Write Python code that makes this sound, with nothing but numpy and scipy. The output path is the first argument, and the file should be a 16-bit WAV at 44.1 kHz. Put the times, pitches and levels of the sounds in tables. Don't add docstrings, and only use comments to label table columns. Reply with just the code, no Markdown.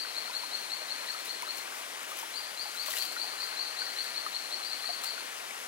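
import sys
import numpy as np
from scipy import signal
from scipy.fft import rfft, irfft, next_fast_len
from scipy.io import wavfile
from scipy.ndimage import uniform_filter1d, map_coordinates

SR = 44100
rng = np.random.default_rng(int(sys.argv[2]) if len(sys.argv) > 2 else 0)


def attenuation_scalar(level_db):
    decades = np.asarray(level_db, float) / 20
    return 10 ** decades


def transcribe(u):
    v = np.clip(np.atleast_2d(u).T, -1, 1)
    q = np.round(v * 32767).astype(np.int16)
    wavfile.write(sys.argv[1], SR, q)


N = 250047
LEAD = SR // 10


def unit(x):
    return x / np.sqrt(np.mean(x ** 2) + 1e-20)


def along(points, hz):
    f, value = np.transpose(points)
    return np.interp(np.log(hz + 1), np.log(f + 1), value)


def wobble(rate):
    knots = rng.standard_normal(int(N * rate / SR) + 4)
    return map_coordinates(knots, [np.arange(N) * rate / SR])


def filtered(x, response):
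    m = next_fast_len(N + SR // 2)
    return irfft(rfft(x, m) * response(np.fft.rfftfreq(m, 1 / SR)), m)[..., :N]


# f/Hz, likeness (0-1)
PORT_LIKENESS = [(60, 0), (170, 1), (520, 0.51), (900, 1), (1400, 0.85), (2700, 0.82), (4300, 0.98),
                 (6500, 0), (15000, 0.1)]


def ports(pair):
    def like(hz):
        return np.clip(along(PORT_LIKENESS, hz), 0, 1)

    own = filtered(pair[1], lambda hz: np.sqrt(1 - like(hz) ** 2))
    return np.array([pair[0], filtered(pair[0], like) + own])


def rush(spectrum, patchy_db):
    z = signal.stft(rng.standard_normal((2, N)), nperseg=512)[2]
    patches = rng.standard_normal(z.shape[1:])
    patches = uniform_filter1d(patches, size=6, axis=0)
    patches = uniform_filter1d(patches, size=8, axis=1)
    pair = signal.istft(z * attenuation_scalar(patchy_db * unit(patches)), nperseg=512)[1][:, :N]
    return unit(ports(filtered(pair, lambda hz: attenuation_scalar(along(spectrum, hz)))))


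# f/Hz, width/Hz, rms level/dB
INSECT_BANDS = [
    (9400, 590, -57),
    (10800, 330, -60.5),
]


def insects():
    chorus = np.zeros((2, N))
    for hz, width, db in INSECT_BANDS:
        noise = rng.standard_normal((2, N))
        band = unit(filtered(noise, lambda f: np.exp(-((f - hz) / width) ** 2)))
        chorus += attenuation_scalar(db + 0.77 * wobble(8.1)) * band
    return chorus


# f/Hz, level/dB
CANOPY_SPECTRUM = [(1500, -29), (3000, -4.5), (5000, -3.5), (8000, -3), (11000, -4), (12000, -7.5),
                   (15800, -10.5)]


def canopy():
    return attenuation_scalar(-43 + 0.41 * wobble(6.0)) * rush(CANOPY_SPECTRUM, patchy_db=0.77)


def grains(s, hz, t60, peak):
    step = np.arange(SR // 25)
    t = step / SR
    phase = 2 * np.pi * hz[:, None] * t * (1 + 0.04 * t / t60[:, None])
    decay = attenuation_scalar(-60 * t / t60[:, None])
    onset = 1 - np.exp(-t / 0.0009)
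    wave = peak[:, None] * np.sin(phase) * decay * onset
    at = np.round(s * SR).astype(int)[:, None] + step
    return np.bincount(at.ravel(), wave.ravel(), N + SR)[:N]


# f/Hz, level/dB
WATER_SPECTRUM = [(25, -42), (90, -38), (150, -26.5), (250, -15), (400, -9), (630, -6), (1250, -3),
                  (2000, -2), (3200, -5.5), (6000, -12), (12000, -35)]
# t/s, peak level/dB, f/Hz
LOUD_BUBBLES = [(0.049, -37, 1510), (0.279, -38.5, 1380), (0.298, -38.5, 982), (0.434, -36, 975),
                (0.607, -44, 914), (1.1, -35.5, 1690), (1.147, -35, 1274), (1.429, -34, 965),
                (1.476, -35, 1270), (1.675, -37, 1600), (1.722, -35.5, 1550), (2.117, -34, 1200),
                (2.23, -37, 900), (2.655, -40, 830), (2.749, -37, 1420), (2.883, -35.5, 1070),
                (2.884, -42.5, 621), (2.967, -35.5, 1450), (3.165, -30.5, 1410), (3.243, -42, 830),
                (3.332, -39, 1176), (3.525, -38, 1500), (3.593, -39.5, 1055), (3.819, -31.5, 1490),
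                (4.051, -35, 1690), (4.264, -27.5, 1230), (4.843, -39, 1210), (4.891, -35, 702),
                (5.037, -37, 1260), (5.178, -35, 1450),
                (0.1885, -39, 2100), (0.3112, -37, 2480), (0.6454, -39, 2330), (0.9842, -33, 2420),
                 (1.0849, -34, 1890), (1.3404, -37, 1810), (1.4222, -31.5, 2180), (1.8372, -36, 2260),
                 (2.9367, -29, 1880), (2.9682, -29, 2850), (3.022, -38, 3060), (3.1208, -39, 2150),
                 (3.1642, -36, 1880), (3.8666, -36, 1870), (4.0083, -37, 2000), (4.2602, -39, 1800),
                 (4.8414, -38, 1860), (4.9427, -37, 2090), (5.3213, -38, 2410), (5.3981, -37, 2380),
                 (5.5079, -33.5, 2210)]


def stream():
    when, size, force = rng.random(size=(1200, 3)).T
    hz = 1400 * np.exp(0.808 * (2 * size - 1))
    bed = grains(when * N / SR, hz, 25 / hz, attenuation_scalar(-46.5 + 8.8 * force ** 3))
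    s, db, pitch = np.transpose(LOUD_BUBBLES)
    bubbles = bed + grains(s, pitch, 40 / pitch, attenuation_scalar(db + 8.0))
    water = attenuation_scalar(-40 + 0.5 * wobble(5.5)) * rush(WATER_SPECTRUM, patchy_db=0.82)
    return water + ports([bubbles, np.roll(bubbles, SR // 100)])


# f/Hz, level/dB
LEAF_SPECTRUM = [(300, -42), (800, -23), (2000, -2.5), (3000, -0.5), (6500, -3), (11000, -2), (15800, -5.5)]
# peak t/s, peak level/dB, swell over 20 dB t/s, settle over 20 dB t/s
LEAF_STROKES = [(1.112, -56, .1, .15), (1.19, -55, .01, 0.22), (1.25, -48, .012, .13),
                (1.422, -55, .01, .04), (1.575, -50, .14, .1), (1.77, -52.5, .12, 0.12),
                (2.095, -51, .05, 0.14), (2.172, -45.5, 0.027, 0.15), (2.76, -52, .1, .1),
                (2.862, -44.5, .015, .3), (2.908, -41.5, .1, .12), (2.975, -39.5, 0.22, 0.12),
                (3.022, -43, 0.0072, 0.1), (3.05, -45.5, .05, 0.09), (3.121, -43, .004, .02),
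                (3.255, -54, .1, .1), (3.45, -55, .3, 0.33), (4.05, -56.5, .3, .3),
                (5.0385, -41.5, .003, 0.073)]
# t/s, peak level/dB, centre f/Hz
LEAF_SNAPS = [(1.1902, -36, 8570), (1.2491, -36, 9520), (1.4227, -26.5, 9700), (1.5725, -29, 9050),
              (2.0316, -31, 7970), (2.0931, -35, 10200), (2.1704, -33, 10100), (2.1886, -27, 10100),
              (2.6269, -35, 10200), (2.8586, -30, 6950), (2.8818, -32, 8090), (2.9028, -42, 10600),
              (3.023, -30, 5820), (3.1203, -33, 6800), (3.7379, -42.5, 7700), (3.7933, -38, 10800),
              (5.019, -32, 8510), (5.037, -27, 8500)]


def leaves():
    now = np.arange(N) / SR
    stroke = np.zeros(N)
    for s, db, swell, settle in LEAF_STROKES:
        below_peak = np.maximum(20 * (s - now) / swell, 20 * (now - s) / settle)
        stroke = np.maximum(stroke, attenuation_scalar(db - below_peak))
    spikes = attenuation_scalar(3.5 * wobble(2500) + 1.5 * wobble(150))
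    crackle = unit(spikes * rush(LEAF_SPECTRUM, patchy_db=1.2))
    out = attenuation_scalar(10) * stroke * crackle
    t = np.arange(SR // 20) / SR
    for s, db, hz in LEAF_SNAPS:
        crack = rng.standard_normal((2, len(t))) * attenuation_scalar(db - 3 - 60 * t / 0.012)
        ping = attenuation_scalar(db + 1.5 - 60 * t / 0.0062) * np.sin(2 * np.pi * hz * t)
        out[:, round(s * SR):][:, :len(t)] += crack + ping
    return filtered(out, lambda f: f ** 2 / (f ** 2 + 400 ** 2))


def whistles(calls, voice):
    start_hz, length, bend, rise, fall, early = voice
    ahead = SR // 100
    song = np.zeros(N + SR)
    u = np.arange(-int(early * length * SR), int(length * SR)) / (length * SR)
    swell = ((u + early) / (1 + early)) ** rise * (1 - u) ** fall
    for s, db, top_hz in calls:
        pitch = top_hz - (top_hz - start_hz) * (1 - u) ** bend
        whistle = swell * np.sin(2 * np.pi * np.cumsum(pitch) / SR)
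        start = LEAD - ahead + round((s - early * length) * SR)
        song[start:][:len(u)] += attenuation_scalar(db) * whistle
    return song


# delay t/s, level/dB
WOOD_SCATTER = [(0, -30), (.035, -12), (.05, -6), (.08, -5), (.115, -5), (.135, -7), (.17, -13), (.25, -23),
                (.5, -40)]


def among_trunks(song, trunks, wet_db, warm_hz, left_db):
    delay, echo_db = np.transpose(WOOD_SCATTER)
    decay = attenuation_scalar(wet_db + np.interp(np.arange(SR // 2) / SR, delay, echo_db))
    path = rng.standard_normal((2, SR // 2)) * decay
    resonance = [1, -1.9 * np.cos(2 * np.pi * warm_hz / SR), .91]
    path = signal.lfilter([1, -1], resonance, path) * .1
    for s, db in trunks:
        path[0, round(s * SR)] += attenuation_scalar(db)
        path[1, round((s + .002 * rng.random()) * SR)] += attenuation_scalar(db)
    path[1] = attenuation_scalar(-left_db) * (.7 * path[0] + .7 * path[1])
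    return signal.fftconvolve(song[None], path, axes=1)[:, LEAD:LEAD + N]


# t/s, level/dB, top f/Hz
LOW_CALLS = [(-.04, -19, 4610), (.140, -20.5, 4500), (.325, -20, 4510), (.507, -20.5, 4485),
             (.692, -20.5, 4500), (.878, -21.5, 4490), (1.063, -22, 4510), (1.267, -23, 4505),
             (1.462, -23, 4470), (2.980, -23.5, 4500), (3.190, -24, 4510), (3.397, -23, 4500),
             (3.585, -25.5, 4530), (3.774, -23, 4495), (3.963, -26.5, 4385), (4.137, -20, 4520),
             (4.321, -20.5, 4500), (4.501, -20.5, 4535), (4.688, -22, 4500), (4.868, -22, 4590),
             (5.062, -23.5, 4480)]
# start f/Hz, length t/s, bend, rise, fall (exponents), soft lead-in share
LOW_WHISTLE = (3940, .055, 2.2, 1.15, 1, .13)
# delay t/s, level/dB
LOW_ECHOES = [(0.0044, -14.0), (0.01141, -11.0), (0.01238, -6.0), (0.01512, -9.0), (0.01789, -7.0),
              (0.02143, -7.0), (0.02526, -8.0), (0.02782, 0.0), (0.02914, -12.0), (0.03036, -4.0),
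              (0.03615, -10.0), (0.03898, -2.0), (0.05918, -13.0), (0.07036, -14.0)]


def low_bird():
    song = whistles(LOW_CALLS, LOW_WHISTLE)
    return among_trunks(song, LOW_ECHOES, wet_db=-30, warm_hz=3970, left_db=1.5)


# t/s, level/dB, top f/Hz
HIGH_CALLS = [(2.331, -30, 4810), (2.565, -29.5, 4740), (2.765, -28, 4680), (2.969, -29, 4710),
              (3.167, -28, 4700), (3.372, -30, 4710), (3.561, -26.5, 4633), (3.759, -29, 4700),
              (3.955, -28, 4664), (4.621, -31, 4810), (4.823, -29.5, 4640), (5.025, -30, 4700)]
# start f/Hz, length t/s, bend, rise, fall (exponents), soft lead-in share
HIGH_WHISTLE = (3970, .07, 2.2, .55, 1, .03)
# delay t/s, level/dB
HIGH_ECHOES = [(0.01283, -4.0), (0.01454, 0.0), (0.01796, -4.0), (0.0195, -3.0), (0.02138, -4.0),
               (0.02458, -0.0), (0.02925, -8.0), (0.03435, -2.0), (0.03644, -8.0), (0.04127, -7.0),
               (0.0442, -13.0), (0.04592, -10.0), (0.05084, -11.0), (0.05385, -13.0)]


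def high_bird():
    song = whistles(HIGH_CALLS, HIGH_WHISTLE)
    return among_trunks(song, HIGH_ECHOES, wet_db=-24.5, warm_hz=4030, left_db=2.5)


def scene():
    return insects() + canopy() + stream() + leaves() + high_bird() + low_bird()


def roll_off(x):
    return signal.sosfilt(signal.butter(12, 15840, fs=SR, output="sos"), x)


# f/Hz, left over right level/dB
RIGHT_LOSS = [(60, -1.0), (110, 2.5), (200, 1), (380, 1.5), (700, 2), (1290, 4.0), (2380, 6), (4400, 8.5),
              (8120, 11), (15000, 10)]
# f/Hz, phase/rad
RIGHT_PHASE = [(90, 0.54), (260, 1.13), (690, 1.72), (1400, 1.7), (2500, 1.435), (9500, 1.64), (14000, .2)]


def record(dry):
    def right_port(hz):
        return attenuation_scalar(-along(RIGHT_LOSS, hz)) * np.exp(1j * along(RIGHT_PHASE, hz))

    right = filtered(dry[1], right_port)
    both = filtered(np.array([dry[0], right]), lambda hz: hz < 15840)
    return roll_off(both)


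dry = scene()
out = record(dry)
transcribe(out)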